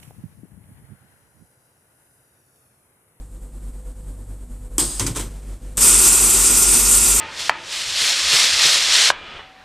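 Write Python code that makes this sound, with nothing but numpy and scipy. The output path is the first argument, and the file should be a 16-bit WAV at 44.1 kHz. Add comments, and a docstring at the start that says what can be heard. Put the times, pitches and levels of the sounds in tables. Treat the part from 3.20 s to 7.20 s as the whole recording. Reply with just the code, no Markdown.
"""A warehouse, where a pallet wrapper ends its cycle over throbbing motors and a faint air leak.
A valve snaps and vents a puff; the steel film clamp swings over, clanks against its stops and shakes
the deck. Then a second valve opens and compressed air hisses loudly and steadily from a nozzle.
The machine leaves a dull echo in the hall, and a noise suppressor ducks the quiet moments."""
import sys
import numpy as np
from scipy import signal
from scipy.fft import rfft, irfft
from scipy.io import wavfile
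from scipy.ndimage import uniform_filter1d

SR = 44100
rng = np.random.default_rng(int(sys.argv[2]) if len(sys.argv) > 2 else 0)


def generate_wav(sig):
    """Save sig (samples, or channels by samples) to the path in sys.argv[1] as 16-bit PCM at SR."""
    pcm = np.round(np.clip(np.atleast_2d(sig).T, -1, 1) * 32767).astype(np.int16)
    wavfile.write(sys.argv[1], SR, pcm)


N = 176400
T = np.arange(N) / SR
HZ = np.maximum(np.arange(N // 2 + 1) * SR / N, 1)


# Level ride of the open jet: time_s, level_db
JET_RIDE = [(2.62, -13), (2.69, -11), (2.724, -12), (2.744, -11.5), (2.775, -13), (2.96, -12.5),
            (2.995, -14), (3.045, -13), (3.51, -14), (3.545, -12.5), (3.64, -14.5), (3.77, -14), (3.8, -15),
            (3.9, -13.5), (3.955, -15)]
# Bright hiss of the escaping air: freq_hz, gain_db
HISS_EQ = [(1060, -48), (1800, -19.5), (2160, -17), (2560, -12), (3040, -16), (3490, -13.5), (4170, -15.5),
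           (4870, -10.5), (5310, -11), (6100, -6.5), (6690, -6.8), (7230, -2), (8220, -0.5), (9350, -4),
           (11100, -10.5), (14000, -14.5)]
# Low roar of air striking film and frame: freq_hz, gain_db
ROAR_EQ = [(70, -4.5), (130, -8), (190, -5.5), (230, 2), (290, -5), (370, 2.5), (480, -6), (640, -11.5),
           (830, -6.5), (1000, -4), (1350, -3), (1650, -11.5), (2000, -12.5)]
# Nozzle whistles: pitch_hz, width_hz, level_db
NOZZLE_RINGS = [(1412, 40, -15), (2630, 200, -17), (5027, 60, -16), (5600, 50, -15), (7346, 100, -5),
                (8139, 45, -1.5), (8330, 50, 0), (9212, 110, -1), (10440, 100, -12)]

def air_jet(leak_s=2.573, open_s=2.605):
    """The second valve leaks briefly, then opens to a fluttering jet of hiss, whistles and roar."""
    opening = np.clip((T - open_s) / .006, 0, 1)
    leak = from_db(-21.5) * (T > leak_s) * (1 - opening)
    flow = leak + opening * from_db(np.interp(T, *np.transpose(JET_RIDE)) - .5)
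    roar = noise(colour(ROAR_EQ) / (1 + (HZ / 2500) ** 4))
    hiss = noise(colour(HISS_EQ))
    whistles = noise(resonances(NOZZLE_RINGS))
    air = hiss + from_db(-6) * whistles + from_db(-16) * roar
    flutter_db = .36 * drift(rate_hz=24.3)
    sputter_db = .3 * drift(rate_hz=250)
    return flow * from_db(flutter_db + sputter_db) * turbulence(hiss_swell(air))


# Level ride of the lower band of the hiss: time_s, gain_db
SWELL_RIDE = [(2.885, .4), (2.91, -1), (3.33, -0.8), (3.49, 2.5), (3.53, -1.5), (3.64, 2), (3.685, 0)]

def hiss_swell(air, centre_hz=5740, width_hz=970):
    """The lower part of the hiss swells and recedes."""
    band = irfft(rfft(air) / (1 + ((HZ - centre_hz) / width_hz) ** 4), N)
    gain = from_db(np.interp(T, *np.transpose(SWELL_RIDE)))
    return air + band * (gain - 1)


def turbulence(air, treble_depth_db=1.8, flutter_hz=24.3, swell_hz=6):
    """Each band of the jet flutters and swells on its own, the treble most."""
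    centres_hz = np.array([500, 1500, 3500, 6000, 7500, 8500, 10000, 13000])
    spectrum, out = rfft(air), 0
    for hz, share in zip(centres_hz, np.eye(len(centres_hz))):
        band = irfft(spectrum * np.interp(np.log(HZ), np.log(centres_hz), share), N)
        depth_db = treble_depth_db * min(hz / 8500, 1)
        out = out + band * from_db(depth_db * (drift(flutter_hz) + .3 * drift(swell_hz)))
    return out


# Hits of the valves and clamp: start_s, crack_db, clatter_db, thud_db, clatter_t60_s
HITS = [(1.5811, -8.5, -21.5, -34, 0.13), (1.5996, -12.5, -36, -27, 0.09), (1.7957, -16.5, -21, -27, 0.25),
        (1.865, -23, -24.5, -41, 0.1), (1.871, -22, -26, -31, 0.2), (1.949, -48, -33, -40, .1),
        (1.9589, -45, -24.5, -29, 0.28), (1.9715, -25, -38, -36, .1), (1.995, -36, -28.5, -30.5, 0.2),
        (2.571, -17, -34, -29.5, 0.14), (2.577, -26, -22.5, -47, 0.18)]
# Sharp crack on the front of a hit: freq_hz, gain_db
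CRACK_EQ = [(500, -23), (3000, -19), (6000, -8), (8000, 8), (10500, -2.5), (14000, -12)]
# Clatter of the steel arms: freq_hz, gain_db
CLATTER_EQ = [(260, -26), (450, -11), (654, -16.5), (964, 3), (1840, -8), (2290, -3.5), (2920, -8),
              (3140, -2), (4630, -8.5), (6170, -3), (6720, -3.5), (8220, 3), (14000, -22.5)]
# Thud of the frame: freq_hz, gain_db
THUD_EQ = [(75, -25), (110, -1), (200, -6), (330, -2.5), (450, -7.5), (700, -15.5), (1500, -26)]

def valve_and_clamp_hits():
    """Each hit layers a crack, a grainy clatter of steel and a thud of the frame."""
    crack_level = clatter_power = thud_power = 0
    for start_s, crack_db, clatter_db, thud_db, clatter_t60_s in HITS:
        crack_level += from_db(crack_db) * envelope(start_s, .0003, hold_s=.0003, t60_s=.021)
        clatter_power += (from_db(clatter_db) * envelope(start_s, .00065, clatter_t60_s)) ** 2
        thud_power += (from_db(thud_db) * envelope(start_s, .0054, t60_s=.28)) ** 2
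    crack = crack_level * noise(colour(CRACK_EQ))
    grain = from_db(.5 * drift(rate_hz=250))
    clatter = np.sqrt(clatter_power) * grain * noise(colour(CLATTER_EQ))
    thud = np.sqrt(thud_power) * noise(colour(THUD_EQ))
    return crack + clatter + thud


# Low resonances of the deck: pitch_hz, width_hz, level_db
DECK_RINGS = [(115, 38, -3), (160, 33, -6.5), (197, 31, -7), (270, 17, -1.5), (347, 37, -3.5)]
LANDING_S = 1.8

def deck_boom(pitch_hz=102.6, shudder_s=1.822):
    """The clamp lands: the deck booms in its lowest mode and shudders."""
    boom = from_db(-23.5) * envelope(LANDING_S, .023, t60_s=.33)
    lowest_mode = np.sin(2 * np.pi * pitch_hz * (T - LANDING_S))
    shudder = from_db(-29.5) * envelope(shudder_s, .0054, hold_s=.085, t60_s=.1)
    return boom * lowest_mode + shudder * noise(resonances(DECK_RINGS))


# Ring of the valve body: pitch_hz, width_hz, level_db
VALVE_RINGS = [(3230, 130, 0)]
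PUFF_S = 1.582

def valve_ring():
    """The body of the first valve rings as it opens."""
    return from_db(-30.5) * envelope(PUFF_S, .007, t60_s=.17) * noise(resonances(VALVE_RINGS))


# The arm meets its stops: start_s, level_db
ARM_SNAPS = [(1.7962, -20.5), (1.8645, -23)]
# Bright ring of the arm: pitch_hz, width_hz, level_db
ARM_RINGS = [(3300, 600, -11), (4840, 390, -1), (6200, 350, 2.5)]

def arm_snaps():
    """The steel arm gives a short, bright snap at each stop."""
    level = sum(from_db(db) * envelope(start_s, .00065, hold_s=.0015, t60_s=.042)
                for start_s, db in ARM_SNAPS)
    return level * noise(resonances(ARM_RINGS))


# Airy puff from the exhaust port: freq_hz, gain_db
PUFF_EQ = [(590, -13.5), (1060, -13), (1660, -16.5), (2260, -20.5), (3330, -12), (4900, -11), (5850, -14.5),
           (7380, -7.5), (8240, 2), (9510, -4), (10200, -12.5), (14000, -19.5)]
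# Whistles of that port: pitch_hz, width_hz, level_db
PUFF_RINGS = [(5000, 300, -6), (6600, 150, -7), (8200, 220, -3.5)]
# Hollow ring of the cylinder as the pressure hits: pitch_hz, level_db, t60_s
CYLINDER_MODES = [(310, 0, 0.11), (345, -9, 0.5), (290, -13, .4)]
# Soft tail of air seeping after the clamp lands: freq_hz, gain_db
BLEED_EQ = [(200, 9), (900, -9), (2000, -11), (4000, -16), (7000, -15), (14000, -28)]

def cylinder_exhaust():
    """The cylinder rings hollow, dumps air through a whistling port as it travels, then bleeds on."""
    puff = from_db(-20) * envelope(PUFF_S, .013, hold_s=.008, t60_s=.3)
    stroke = from_db(-33) * envelope(PUFF_S, .013, hold_s=.19, t60_s=.78)
    air = noise(colour(PUFF_EQ)) + from_db(-6) * noise(resonances(PUFF_RINGS))
    ring = sum(from_db(db - 20) * envelope(PUFF_S, .002, t60_s) * np.sin(2 * np.pi * hz * (T - PUFF_S))
               for hz, db, t60_s in CYLINDER_MODES)
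    bleed = from_db(-45.5) * envelope(LANDING_S, .041, t60_s=9.3) * noise(colour(BLEED_EQ))
    sputter = from_db(.87 * drift(rate_hz=320))
    return (puff + stroke) * sputter * air + ring + bleed


# Hum of the three motors: idle_pitch_hz, loaded_pitch_hz
MOTOR_PITCHES = [(49.2, 49.2), (40.0, 42.4), (44.9, 44.9)]
# Balance of those motors: level_db
MOTOR_LEVELS = [-34, -41, -46]
# Overtones of the hum: pitch_hz, level_db
HUM_OVERTONES = [(98.4, -49.5), (147.6, -52.5), (246.2, -54), (501.5, -58.5)]

def motor_hum(in_phase_s=.9, load_s=1.89, rise_db_per_s=1.5):
    """Motors at slightly different speeds beat in a growing hum; the throb slows under load."""
    hum = 0
    for (idle_hz, loaded_hz), db in zip(MOTOR_PITCHES, MOTOR_LEVELS):
        level = from_db(db + rise_db_per_s * (T - in_phase_s) + 1.3 * drift(rate_hz=.84))
        cycles = idle_hz * (T - in_phase_s) + (loaded_hz - idle_hz) * np.maximum(T - load_s, 0)
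        hum += level * np.cos(2 * np.pi * cycles)
    for hz, db in HUM_OVERTONES:
        level = from_db(db + 3.2 * drift(rate_hz=4))
        phase_wobble = .0027 * hz * drift(rate_hz=3.9)
        hum += level * np.cos(2 * np.pi * hz * T + phase_wobble)
    return np.sqrt(2) * hum  # the levels are rms


# Bed of hall rumble and faint leak: freq_hz, gain_db
ROOM_TONE_EQ = [(30, 8), (70, -6), (130, -5), (220, -5), (450, -14), (1100, -23), (2600, -33),
                (6000, -34.5), (7100, -26.5), (8450, -20), (9400, -27), (11500, -29), (12500, -35)]

def room_tone():
    """The hall rumbles steadily under the thin hiss of an air leak."""
    return from_db(-42.5) * noise(colour(ROOM_TONE_EQ))


# Dark tone of the hall's echo: freq_hz, gain_db
ECHO_EQ = [(100, 16), (1000, -3), (3000, -2), (8000, -17), (14000, -35)]

def warehouse_echo(sound):
    """The hall returns a faint, dull tail."""
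    tail = noise(colour(ECHO_EQ)) * envelope(.014, .036, t60_s=.9)
    impulse = rms_one(tail) / np.sqrt(N)
    return from_db(-26) * signal.fftconvolve(sound.mean(axis=0)[None], impulse, axes=1)[:, :N]


# Stereo spread of every noise layer: freq_hz, side_gain_db
SIDE_EQ = [(4400, -47), (5200, -18), (6000, -10.5), (7600, -7.5), (8300, -9), (9200, -7.5), (11500, -4),
           (14000, -6.5)]

def noise(gain):
    """Stereo noise of a given colour, wide only in the treble; its centre has rms 1."""
    mid_spectrum, side_spectrum = rfft(rng.standard_normal((2, N))) * gain
    mid = irfft(mid_spectrum, N)
    side = irfft(side_spectrum * colour(SIDE_EQ), N)
    return (mid + side * np.array([[1], [-1]])) / mid.std()


def colour(points):
    """EQ curve through the points, falling steeply below the first."""
    hz, db = np.transpose(points)
    return from_db(np.interp(np.log(HZ), np.log(hz), db)) * np.minimum(HZ / hz[0], 1) ** 2


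def resonances(rows):
    """EQ curve of resonant peaks, each carrying the power of its row."""
    return np.sqrt(sum(from_db(db) ** 2 / width / (1 + ((HZ - hz) / width) ** 2) ** 2
                       for hz, width, db in rows))


def envelope(start_s, attack_s, t60_s, hold_s=0):
    """Straight rise, hold, exponential release."""
    age = T - start_s
    release_db = -60 * np.clip((age - attack_s - hold_s) / t60_s, 0, 4)
    return np.clip(age / attack_s, 0, 1) * from_db(release_db)


def drift(rate_hz):
    """Smooth random modulation with rms 1."""
    return rms_one(irfft(rfft(rng.standard_normal(N)) / (1 + (HZ / rate_hz) ** 2), N))


def from_db(db):
    return 10 ** (np.asarray(db) / 20)


def rms_one(x):
    return x / np.sqrt(np.mean(x ** 2) + 1e-20)


def scene():
    """The wrapper's hits and air, with their echo, over the motors and room tone."""
    hits = valve_and_clamp_hits() + deck_boom() + valve_ring() + arm_snaps()
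    machine = hits + cylinder_exhaust() + air_jet()
    return machine + warehouse_echo(machine) + motor_hum() + room_tone()


def record(dry, threshold_db=-29, window_s=.021, bass_hz=90, mono_below_hz=4500, cutoff_hz=14280):
    """A suppressor ducks quiet moments; peaks clip, lows and mids fold to mono, the top is cut."""
    power = uniform_filter1d(dry.mean(axis=0) ** 2, int(window_s * SR))
    level_db = 10 * np.log10(np.abs(power) + 1e-12)
    duck = from_db(.6 * np.clip(level_db - threshold_db, -12, 0))  # the faint hiss pumps with the hum
    bass = irfft(rfft(dry) / (1 + (HZ / bass_hz) ** 4), N)
    left, right = np.clip(bass + duck * (dry - bass), -.88, .88)
    side = irfft(rfft(left - right) / (1 + (mono_below_hz / HZ) ** 20), N)
    stereo = (left + right + side * np.array([[1], [-1]])) / 2
    lowpass = signal.firwin(801, cutoff_hz, fs=SR)
    return signal.fftconvolve(stereo, lowpass[None], "same", axes=1)


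dry = scene()
out = record(dry)
generate_wav(out)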